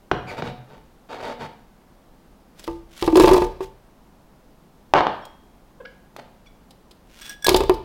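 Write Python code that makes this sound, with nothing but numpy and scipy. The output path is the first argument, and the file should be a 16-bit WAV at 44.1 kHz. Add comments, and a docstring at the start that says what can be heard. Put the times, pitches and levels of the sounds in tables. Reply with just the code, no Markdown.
"""A kitchen table: a plastic blender jar is set down and nudged into place with stick-slip friction.
A china bowl of apple pieces is tipped in; they land with wet smacks and excite the resonances of the
jar's air column and walls. The empty bowl clatters back onto the table. A second bowl is picked up;
hard green florets skid over its glaze, ring its modes with a clink and drop onto the fruit.
The kitchen adds a short reverberation and a faint, low background noise."""
import sys
import numpy as np
from scipy import signal
from scipy.fft import rfft, irfft, next_fast_len
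from scipy.io import wavfile
from scipy.ndimage import uniform_filter1d

SR = 44100
rng = np.random.default_rng(int(sys.argv[2]) if len(sys.argv) > 2 else 0)


def int16_out(signal):
    """Quantize to a 16-bit WAV file."""
    q = np.round(np.clip(np.atleast_2d(signal).T, -1, 1) * 32767)
    wavfile.write(sys.argv[1], SR, q.astype(np.int16))


N = 345744
TIME = np.arange(N) / SR
AGE = TIME[:SR * 3 // 4]   # time since an impact [s]
RELEASE_S = 5.215   # the fingers let go of the empty apple bowl

# florets striking their china bowl: (time [s], level [dB])
FLORET_STRIKES = [(7.215, -30), (7.2935, -23), (7.317, -34), (7.423, -28), (7.4438, -7)]
# modes of that bowl, damped by the hand: (frequency [Hz], level [dB], t60 [s])
FLORET_BOWL_MODES = [(1661, -5.5, 0.2), (3434, -4.5, 0.062), (5090, -6, 0.025), (5720, 5.5, 0.022),
                     (8360, 2, 0.031), (11460, -8, 0.024), (14900, -1, 0.02)]
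# treble noise of tearing flesh and of ticks on glaze: (frequency [Hz], spectral level [dB])
FIZZ_SPECTRUM = [(3500, 2), (7000, 2.5), (11000, 0.5), (16000, -7.5)]


def from_db(db):
    """Amplitude ratio of a level in decibels."""
    return 10 ** (np.asarray(db) / 20)


def rms_one(x):
    """Normalise to unit rms."""
    return x / np.sqrt(np.mean(x ** 2) + 1e-20)


def at_hz(points, hz):
    """Interpolate a table on a logarithmic frequency axis."""
    f, value = np.transpose(points)
    return np.interp(np.log(np.maximum(hz, 1)), np.log(f), value)


def fade(t60):
    """Damping: an exponential decay of 60 dB in t60 seconds."""
    return np.exp(-np.log(1000) * AGE / t60)


def swell(contact_s):
    """Finite contact time: the softer the object, the slower the onset."""
    return 1 - np.exp(-(AGE / contact_s) ** 2)


def add(out, s, sound):
    """Superposition: mix a sound in at s seconds."""
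    i = round(s * SR)
    out[i:i + len(sound)] += sound[:N - i]


def coloured(x, spectrum):
    """Spectral shaping of a steady noise; unit rms."""
    size = next_fast_len(len(x))
    gain = from_db(at_hz(spectrum, np.fft.rfftfreq(size, 1 / SR)))
    return rms_one(irfft(rfft(x, size) * gain, size)[:len(x)])


def flutter(size, window):
    """Slow random fluctuation: noise averaged over a window of samples; unit rms."""
    return rms_one(uniform_filter1d(rng.standard_normal(size), size=window))


def through(x, response):
    """Linear filtering: convolution with an impulse response scaled to unit energy."""
    return signal.fftconvolve(x, response / np.sqrt(np.sum(response ** 2)))[:N]


def burst(spectrum, t60, contact_s):
    """Modal overlap: modes too dense to tell apart decay as a puff of noise."""
    size = SR // 6
    return coloured(rng.standard_normal(size), spectrum) * (fade(t60) * swell(contact_s))[:size]


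def ring(modes, contact_s, either_sign=False):
    """Free vibration: damped modes, each with a strength set by the contact point; unit peak."""
    signs = rng.choice([-1, 1], len(modes)) if either_sign else 1   # starting inward or outward
    strengths = from_db(2 * rng.standard_normal(len(modes))) * signs
    tones = sum(strength * from_db(db) * np.sin(2 * np.pi * hz * AGE) * fade(t60)
                for strength, (hz, db, t60) in zip(strengths, modes))
    vibration = tones * swell(contact_s)
    return vibration / np.abs(vibration).max()


def table_knocks(knocks, modes, contact_s, boom_db, click_db, click_t60):
    """Impact excitation: a hard foot on the table gives a clack, a click and the board's low boom."""
    # table top: (frequency [Hz], level [dB], t60 [s])
    board_modes = [(48, -6, .25), (84.4, -13, 0.48), (127, 0, 0.41), (141, -11.5, 0.66), (174.8, 1, 0.21),
                   (239, -3, 0.14)]
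    # contact click: (frequency [Hz], spectral level [dB])
    click_spectrum = [(1000, -39), (2000, 2.5), (3000, 7), (6000, -11.5), (9000, -31), (15000, -36)]
    out = np.zeros(N)
    for s, db in knocks:
        add(out, s, from_db(db) * ring(modes, contact_s))
        # boom and click follow only a share of the knock's level
        add(out, s, from_db(boom_db + 0.3 * db) * ring(board_modes, contact_s=0.004, either_sign=True))
        add(out, s, from_db(click_db + 0.56 * db) * burst(click_spectrum, click_t60, contact_s))
    return out


def jar_knocks():
    """The jar is set down: its heavily damped plastic foot makes each impact a short clack."""
    # foot meeting the table: (time [s], level [dB])
    knocks = [(0.114, -5), (0.422, -17.5), (0.474, -27)]
    # plastic foot: (frequency [Hz], level [dB], t60 [s])
    foot_modes = [(372, -0.5, 0.022), (730, -1.5, 0.032), (1070, 5, 0.0085), (1352, 16, 0.0042)]
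    return table_knocks(knocks, foot_modes, contact_s=0.00081, boom_db=-19, click_db=-15.5, click_t60=0.02)


def micro_slips(per_s, spread_db, clump_db):
    """Friction as shot noise: tiny random slips of uneven size, bunched into flurries; unit rms."""
    sizes = from_db(spread_db * np.minimum(rng.exponential(1, N), 4)) * rng.choice([-1, 1], N)
    flurries = from_db(clump_db * flutter(N, window=500))
    return rms_one(sizes * flurries * (rng.random(N) < per_s / SR))


def strokes(rows, texture):
    """Friction noise swells and sinks with speed in each (time [s], length [s], level [dB]) stroke."""
    out = np.zeros(N)
    for s, length, db in rows:
        stroke = rms_one(texture[int(s * SR):int((s + length) * SR)])
        add(out, s, from_db(db) * stroke * np.sqrt(np.hanning(len(stroke))))
    return out


def drags(friction_db, ringing_db, rumble_db):
    """Sliding friction: the slips of a dragged foot ring the vessel, and the board rumbles."""
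    # jar, then a bowl, dragged: (time [s], length [s], friction level [dB], rumble level [dB])
    moves = [(0.258, 0.11, -29, -47), (0.363, 0.05, -26, -40.5), (0.41, 0.11, -29.5, -48),
             (0.663, 0.14, -42.5, -57), (1.085, 0.11, -28, -59), (1.169, 0.19, -26.5, -50.5),
             (1.383, 0.093, -27.5, -43), (6.179, 0.027, -32, -58)]
    # rubbing foot and rumbling board: (frequency [Hz], spectral level [dB])
    friction_spectrum = [(150, -43), (250, 2.5), (308, -11), (484, 2), (538, -1), (686, -1), (802, -2),
                         (906, -4), (1010, -2.5), (3770, -21), (4260, -19.5), (4650, -20.5), (5070, -25),
                         (16000, -49.5)]
    rumble_spectrum = [(40, -1.5), (135, 15), (260, 10), (450, -32)]
    # dragged vessel: (frequency [Hz], level [dB], t60 [s])
    vessel_modes = [(745, 5.5, 0.058), (940, 9, 0.062), (1536, -8, 0.086), (3820, -2, 0.027),
                    (4830, -10, 0.039), (6760, -20, 0.012), (14250, -24, 0.04)]
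    rubs = [(s, length, db) for s, length, db, _ in moves]
    rumbles = [(s, length, db) for s, length, _, db in moves]
    slips = micro_slips(per_s=2000, spread_db=2.5, clump_db=1.5)
    friction = strokes(rubs, coloured(slips, friction_spectrum))
    ringing = strokes(rubs, through(slips, ring(vessel_modes, contact_s=0.00025)))
    rumble = strokes(rumbles, coloured(rng.standard_normal(N), rumble_spectrum))
    return from_db(friction_db) * friction + from_db(ringing_db) * ringing + from_db(rumble_db) * rumble


def squeaks(level_db, skirt_db_per_octave, jitter, bowl_db):
    """Stick-slip oscillation: slips that fall into step make a brief, unsteady harmonic tone."""
    # feet squeaking on the table:
    # (time [s], length [s], first pitch [Hz], last pitch [Hz], formant [Hz], level [dB])
    glides = [(0.261, 0.079, 2413, 2150, 2300, -40), (5.797, 0.026, 543, 453, 500, -36),
              (5.848, 0.017, 687, 739, 1570, -40.5), (6.454, 0.029, 1390, 1010, 2350, -54.5)]
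    out = np.zeros(N)
    for s, length, first_hz, last_hz, formant_hz, db in glides:
        size = int(length * SR)
        waver = 1 + jitter * flutter(len(AGE), window=100)[:size]
        phase = 2 * np.pi * np.cumsum(np.linspace(first_hz, last_hz, size) * waver) / SR
        tone = sum(np.sin(k * phase) * from_db(-skirt_db_per_octave * abs(np.log2(k * first_hz / formant_hz)))
                   for k in range(1, 8))
        add(out, s, from_db(db + level_db) * rms_one(tone) * np.hanning(size))
    # the later squeaks drive the second bowl's modes as it is picked up
    bowl = through(out * (TIME > RELEASE_S), ring(FLORET_BOWL_MODES, contact_s=0.00039))
    return out + from_db(bowl_db) * bowl


def sliding(slides):
    """Power law: the rustle's amplitude follows a speed that rises evenly and then runs out."""
    return sum(from_db(db) * np.interp(TIME, [start, fastest, end], [0, 1, 0]) ** 1.71
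               for start, fastest, end, db in slides)


def food_slides(apple_db, floret_db, singing_db):
    """Friction and forced vibration: pieces rustle over the glaze; hard florets make their bowl sing."""
    # apple sliding down its bowl; florets skidding along theirs, then crumbling in the jar:
    # (start [s], fastest moment [s], end [s], level when fastest [dB])
    apple_slides = [(2.54, 2.61, 2.85, -45.5), (2.87, 3.02, 3.18, -37.5), (3.1, 3.23, 3.547, -27.5),
                    (3.59, 3.635, 3.71, -43)]
    floret_slides = [(7.03, 7.295, 7.375, -38.5), (7.45, 7.5, 7.66, -30)]
    # rustle of sliding food: (frequency [Hz], spectral level [dB])
    rustle = [(700, -8), (1380, 1.5), (1900, 1), (3300, 3.5), (4500, -2.5), (5600, -2), (8000, -7.5),
              (16000, -13.5)]
    apple_slips = micro_slips(per_s=2600, spread_db=2.5, clump_db=4.0)
    floret_slips = micro_slips(per_s=3900, spread_db=5.0, clump_db=1.5)
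    apple = sliding(apple_slides) * coloured(apple_slips, rustle)
    florets = sliding(floret_slides) * coloured(floret_slips, rustle)
    touching = (TIME > FLORET_STRIKES[0][0]) & (TIME < FLORET_STRIKES[-1][0])
    singing = through(florets * touching, ring(FLORET_BOWL_MODES, contact_s=0.0018))
    return from_db(apple_db) * apple + from_db(floret_db) * (florets + from_db(singing_db) * singing)


def crackle(rough_db):
    """Random amplitude modulation: cell walls burst unevenly along a tear; unit rms."""
    return rms_one(from_db(rough_db * flutter(SR // 6, window=60)))


def smacks(contacts, smack_db, smack_t60, fizz_db, fizz_t60):
    """Noise transients: moist flesh slaps and tears at each (time [s], level [dB]) contact."""
    # wet slap: (frequency [Hz], spectral level [dB])
    slap_spectrum = [(900, 6), (1800, -12.5), (3300, 5.5), (5200, 2.5), (7000, -58), (12000, -88)]
    out = np.zeros(N)
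    for s, db in contacts:
        slap = burst(slap_spectrum, smack_t60, contact_s=0.0011) * crackle(rough_db=3.5)
        fizz = burst(FIZZ_SPECTRUM, fizz_t60, contact_s=0.0011) * crackle(rough_db=5.5)
        add(out, s, from_db(db + smack_db) * slap + from_db(db + fizz_db) * fizz)
    return out


def tears():
    """Adhesion and fracture: cut faces part, florets crunch and damp fingers leave the glaze."""
    # surfaces parting: (time [s], level [dB])
    partings = [(2.593, -42.5), (2.6393, -41), (2.9755, -45.5), (3.0625, -32.5), (3.1544, -24.5),
                (3.1689, -21), (3.196, -23.5), (3.3323, -22), (5.251, -44.5), (6.1635, -45.5),
                (6.7059, -47), (6.9092, -48.5), (7.4644, -18.5), (7.4893, -14.5), (7.5614, -20),
                (7.739, -37)]
    return smacks(partings, smack_db=2.5, smack_t60=0.053, fizz_db=5, fizz_t60=0.033)


def jar_impacts(landings, air_db, wall_db, flesh_db, sway_db):
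    """Cavity and wall resonance: each piece thuds, rings the jar's air and walls, and sways the jar."""
    # air column, lower while falling pieces block the mouth, higher and duller as the jar fills:
    # (time [s], frequency [Hz], t60 [s])
    air_column = [(2.7, 350, 0.37), (3.16, 339.4, 0.15), (3.35, 375, 0.13), (7.7, 377.2, 0.12)]
    # plastic walls, and the whole jar swaying on the table: (frequency [Hz], level [dB], t60 [s])
    wall_modes = [(466.5, -1.5, 0.22), (564, 0.5, 0.12), (681, -6.5, 0.14), (764, -8, 0.24),
                  (883.6, -2, 0.24), (924.5, 2.5, 0.079), (1020, 8.5, 0.04), (1150, -2, 0.082),
                  (1208, -7, 0.11), (1207, -8.5, 0.013), (1486, -35, 0.11), (1660, -10, 0.064),
                  (1977, -7.5, 0.023), (2214, -12.5, 0.014), (2620, -4.5, 0.04)]
    sway_modes = [(32.7, -4, 0.5), (39.7, -6, 0.3), (65, -10.5, 0.78), (122.6, -11.5, 0.43),
                  (168, -15, 0.37)]
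    # thud of the flesh: (frequency [Hz], spectral level [dB])
    flesh_spectrum = [(220, -27.5), (380, 16), (600, 10.5), (1000, -2.5), (1400, -9.5), (2500, -9.5),
                      (5000, -61)]
    out = np.zeros(N)
    moments, pitches, decays = np.transpose(air_column)
    for s, weight, hardness in landings:
        # the mouth is blocked differently at each blow
        air_hz = np.interp(s, moments, pitches) * (1 + rng.uniform(-.045, .045))
        air = np.sin(2 * np.pi * air_hz * AGE) * fade(np.interp(s, moments, decays))
        # a harder landing starts the air more abruptly and rings the walls more
        onset = swell(0.00051 * 2 ** (-hardness / 14))
        blow_db = weight + 0.39 * hardness
        shove_db = 0.44 * (weight + hardness)
        add(out, s, from_db(weight + air_db) * air * onset)
        add(out, s, from_db(blow_db + wall_db) * ring(wall_modes, contact_s=0.00061, either_sign=True))
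        add(out, s, from_db(blow_db + flesh_db) * burst(flesh_spectrum, t60=0.066, contact_s=0.00065))
        add(out, s, from_db(shove_db + sway_db) * ring(sway_modes, contact_s=0.014, either_sign=True))
    return out


def falling_food():
    """Inelastic impacts: apple pieces, later florets, land in the jar, each with a brief wet smack."""
    # single landings that stand out, hard on the wall and soft on fruit:
    # (time [s], weight [dB], hardness [dB])
    distinct_landings = [(2.677, -19, 7), (3.024, -15, 10.5), (3.077, -8, 0.5), (3.126, -1.5, -46),
                         (3.155, -1.5, -6.5), (3.174, 0, -3), (3.198, -2.5, 5), (3.28, -8, 12),
                         (3.319, -4.5, -14), (3.332, -4, -14), (3.419, -8.5, 1), (3.606, -16, -7.5),
                         (7.465, -25, 25), (7.482, -7.5, 11.5), (7.544, -10, 21), (7.605, -11, 6),
                         (7.635, -22, 15.5), (7.695, -3, -0.5)]
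    landings = distinct_landings + tumbling(gap_s=0.018, settling_db_per_s=39, spread_db=2.5)
    thuds = jar_impacts(landings, air_db=-2.5, wall_db=-5, flesh_db=-8.0, sway_db=-24.5)
    contacts = [(s, weight + hardness) for s, weight, hardness in landings]
    return thuds + smacks(contacts, smack_db=-13.5, smack_t60=0.015, fizz_db=-20, fizz_t60=0.013)


def tumbling(gap_s, settling_db_per_s, spread_db, count=24):
    """Granular settling: a quick, uneven patter of further pieces weakens as the heap comes to rest."""
    # the rest of each bowlful: (time [s], length [s], weight [dB], hardness [dB])
    pours = [(3.205, 0.185, -3.5, 2), (7.491, 0.08, -9, -10)]
    landings = []
    for s, length, weight, hardness in pours:
        delays = gap_s * (np.arange(count) + rng.random(count))
        scatter = spread_db * rng.standard_normal((count, 2))
        landings += [(s + t, weight - settling_db_per_s * t + heavier, hardness + harder)
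                     for t, (heavier, harder) in zip(delays, scatter) if t < length]
    return landings


def bowl_knocks(chatter_s, chatter_db, touches):
    """Impact and rocking: china knocks on the table; the empty bowl chatters on its foot ring."""
    # bowls meeting the table: (time [s], level [dB])
    knocks = [(4.9374, 10), (5.0068, -1), (5.0682, -2.5), (6.164, -25.5)]
    # clack of china on the board: (frequency [Hz], level [dB], t60 [s])
    clack_modes = [(400, -21, 0.15), (670, -5.5, 0.022), (840, 21, 0.005), (1140, -1, 0.014),
                   (1450, -11, 0.016)]
    # a quick run of touches swells and dies just after the first landing
    progress = (np.arange(touches) + rng.uniform(.1, .9, touches)) / touches
    times = knocks[0][0] + 0.008 + chatter_s * progress
    levels = chatter_db + 10 * np.log10(np.sin(np.pi * progress))
    return table_knocks(knocks + list(zip(times, levels)), clack_modes,
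                        contact_s=0.00039, boom_db=-38.5, click_db=-19.5, click_t60=0.011)


def china_clinks(clink_db, tick_db):
    """Modal damping: the free bowl pings long on release; florets clink briefly on the hand-held one."""
    # empty apple bowl, ringing freely: (frequency [Hz], level [dB], t60 [s])
    free_modes = [(3262, 7, 0.88), (5480, 2, 0.38), (8200, -21, .12)]
    out = np.zeros(N)
    for s, db in FLORET_STRIKES:
        add(out, s, from_db(db + clink_db) * ring(FLORET_BOWL_MODES, contact_s=0.0019, either_sign=True))
        add(out, s, from_db(db + tick_db) * burst(FIZZ_SPECTRUM, t60=0.048, contact_s=0.0005))
    add(out, RELEASE_S, from_db(-51) * ring(free_modes, contact_s=0.0053))
    return out


def reverberation(x, build_s):
    """Diffuse field: octave bands of noise build up quickly and decay each at its own rate."""
    # colour of the kitchen's reflections: (frequency [Hz], level [dB])
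    colour = [(100, -4.5), (400, 0.5), (900, -5.5), (2000, -4.5), (4500, -2), (9000, -8), (15000, -0.5)]
    # reverberation time: (frequency [Hz], t60 [s])
    decay_times = [(100, 0.63), (400, 0.45), (1500, 0.59), (4500, 0.49), (12000, 0.3)]
    tail = 0
    for hz in 44 * 2. ** np.arange(9):
        bandpass = signal.butter(2, [hz, 2 * hz * .95], "band", fs=SR, output="sos")
        band = signal.sosfilt(bandpass, rng.standard_normal(len(AGE)))
        centre = hz * np.sqrt(2)
        tail = tail + band * from_db(at_hz(colour, centre)) * fade(at_hz(decay_times, centre))
    return through(x, tail * (1 - np.exp(-AGE / build_s)))


def room_tone(level_db):
    """Stationary background noise, strongest in the bass."""
    # the quiet kitchen: (frequency [Hz], spectral level [dB])
    spectrum = [(12, -4), (25, -1), (38, 3), (55, -6.5), (100, -11.5), (200, -4.5), (400, -13.5),
                (850, -15.5), (1500, -24.5), (2400, -30.5), (4000, -33), (8000, -38.5), (16000, -39)]
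    return from_db(level_db) * coloured(rng.standard_normal(N), spectrum)


def scene():
    """Direct-to-reverberant ratio: the microphone faces into the jar, so food is close, the table roomy."""
    knocks = jar_knocks() + bowl_knocks(chatter_s=0.055, chatter_db=-5, touches=14)
    rubbing = drags(friction_db=-6.0, ringing_db=-12.5, rumble_db=3.0)
    rubbing += squeaks(level_db=1.5, skirt_db_per_octave=12.5, jitter=0.058, bowl_db=-2)
    food = china_clinks(clink_db=-1.5, tick_db=-17.5)
    food += food_slides(apple_db=-2.0, floret_db=-4, singing_db=-3)
    food += tears() + falling_food()
    to_room = from_db(-5) * knocks + from_db(-6) * rubbing + from_db(-12) * food
    room = room_tone(level_db=-52) + reverberation(to_room, build_s=0.0019)
    return (knocks + rubbing + food + room)[None]


def record(dry):
    """Saturation rounds off the loudest peaks; a steep low-pass filter cuts the top."""
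    ceiling, cutoff_hz = 0.92, 16100
    rounded = dry / (1 + (dry / ceiling) ** 6) ** (1 / 6)
    return signal.sosfilt(signal.ellip(10, .2, 80, cutoff_hz, fs=SR, output="sos"), rounded)


dry = scene()
out = record(dry)
int16_out(out)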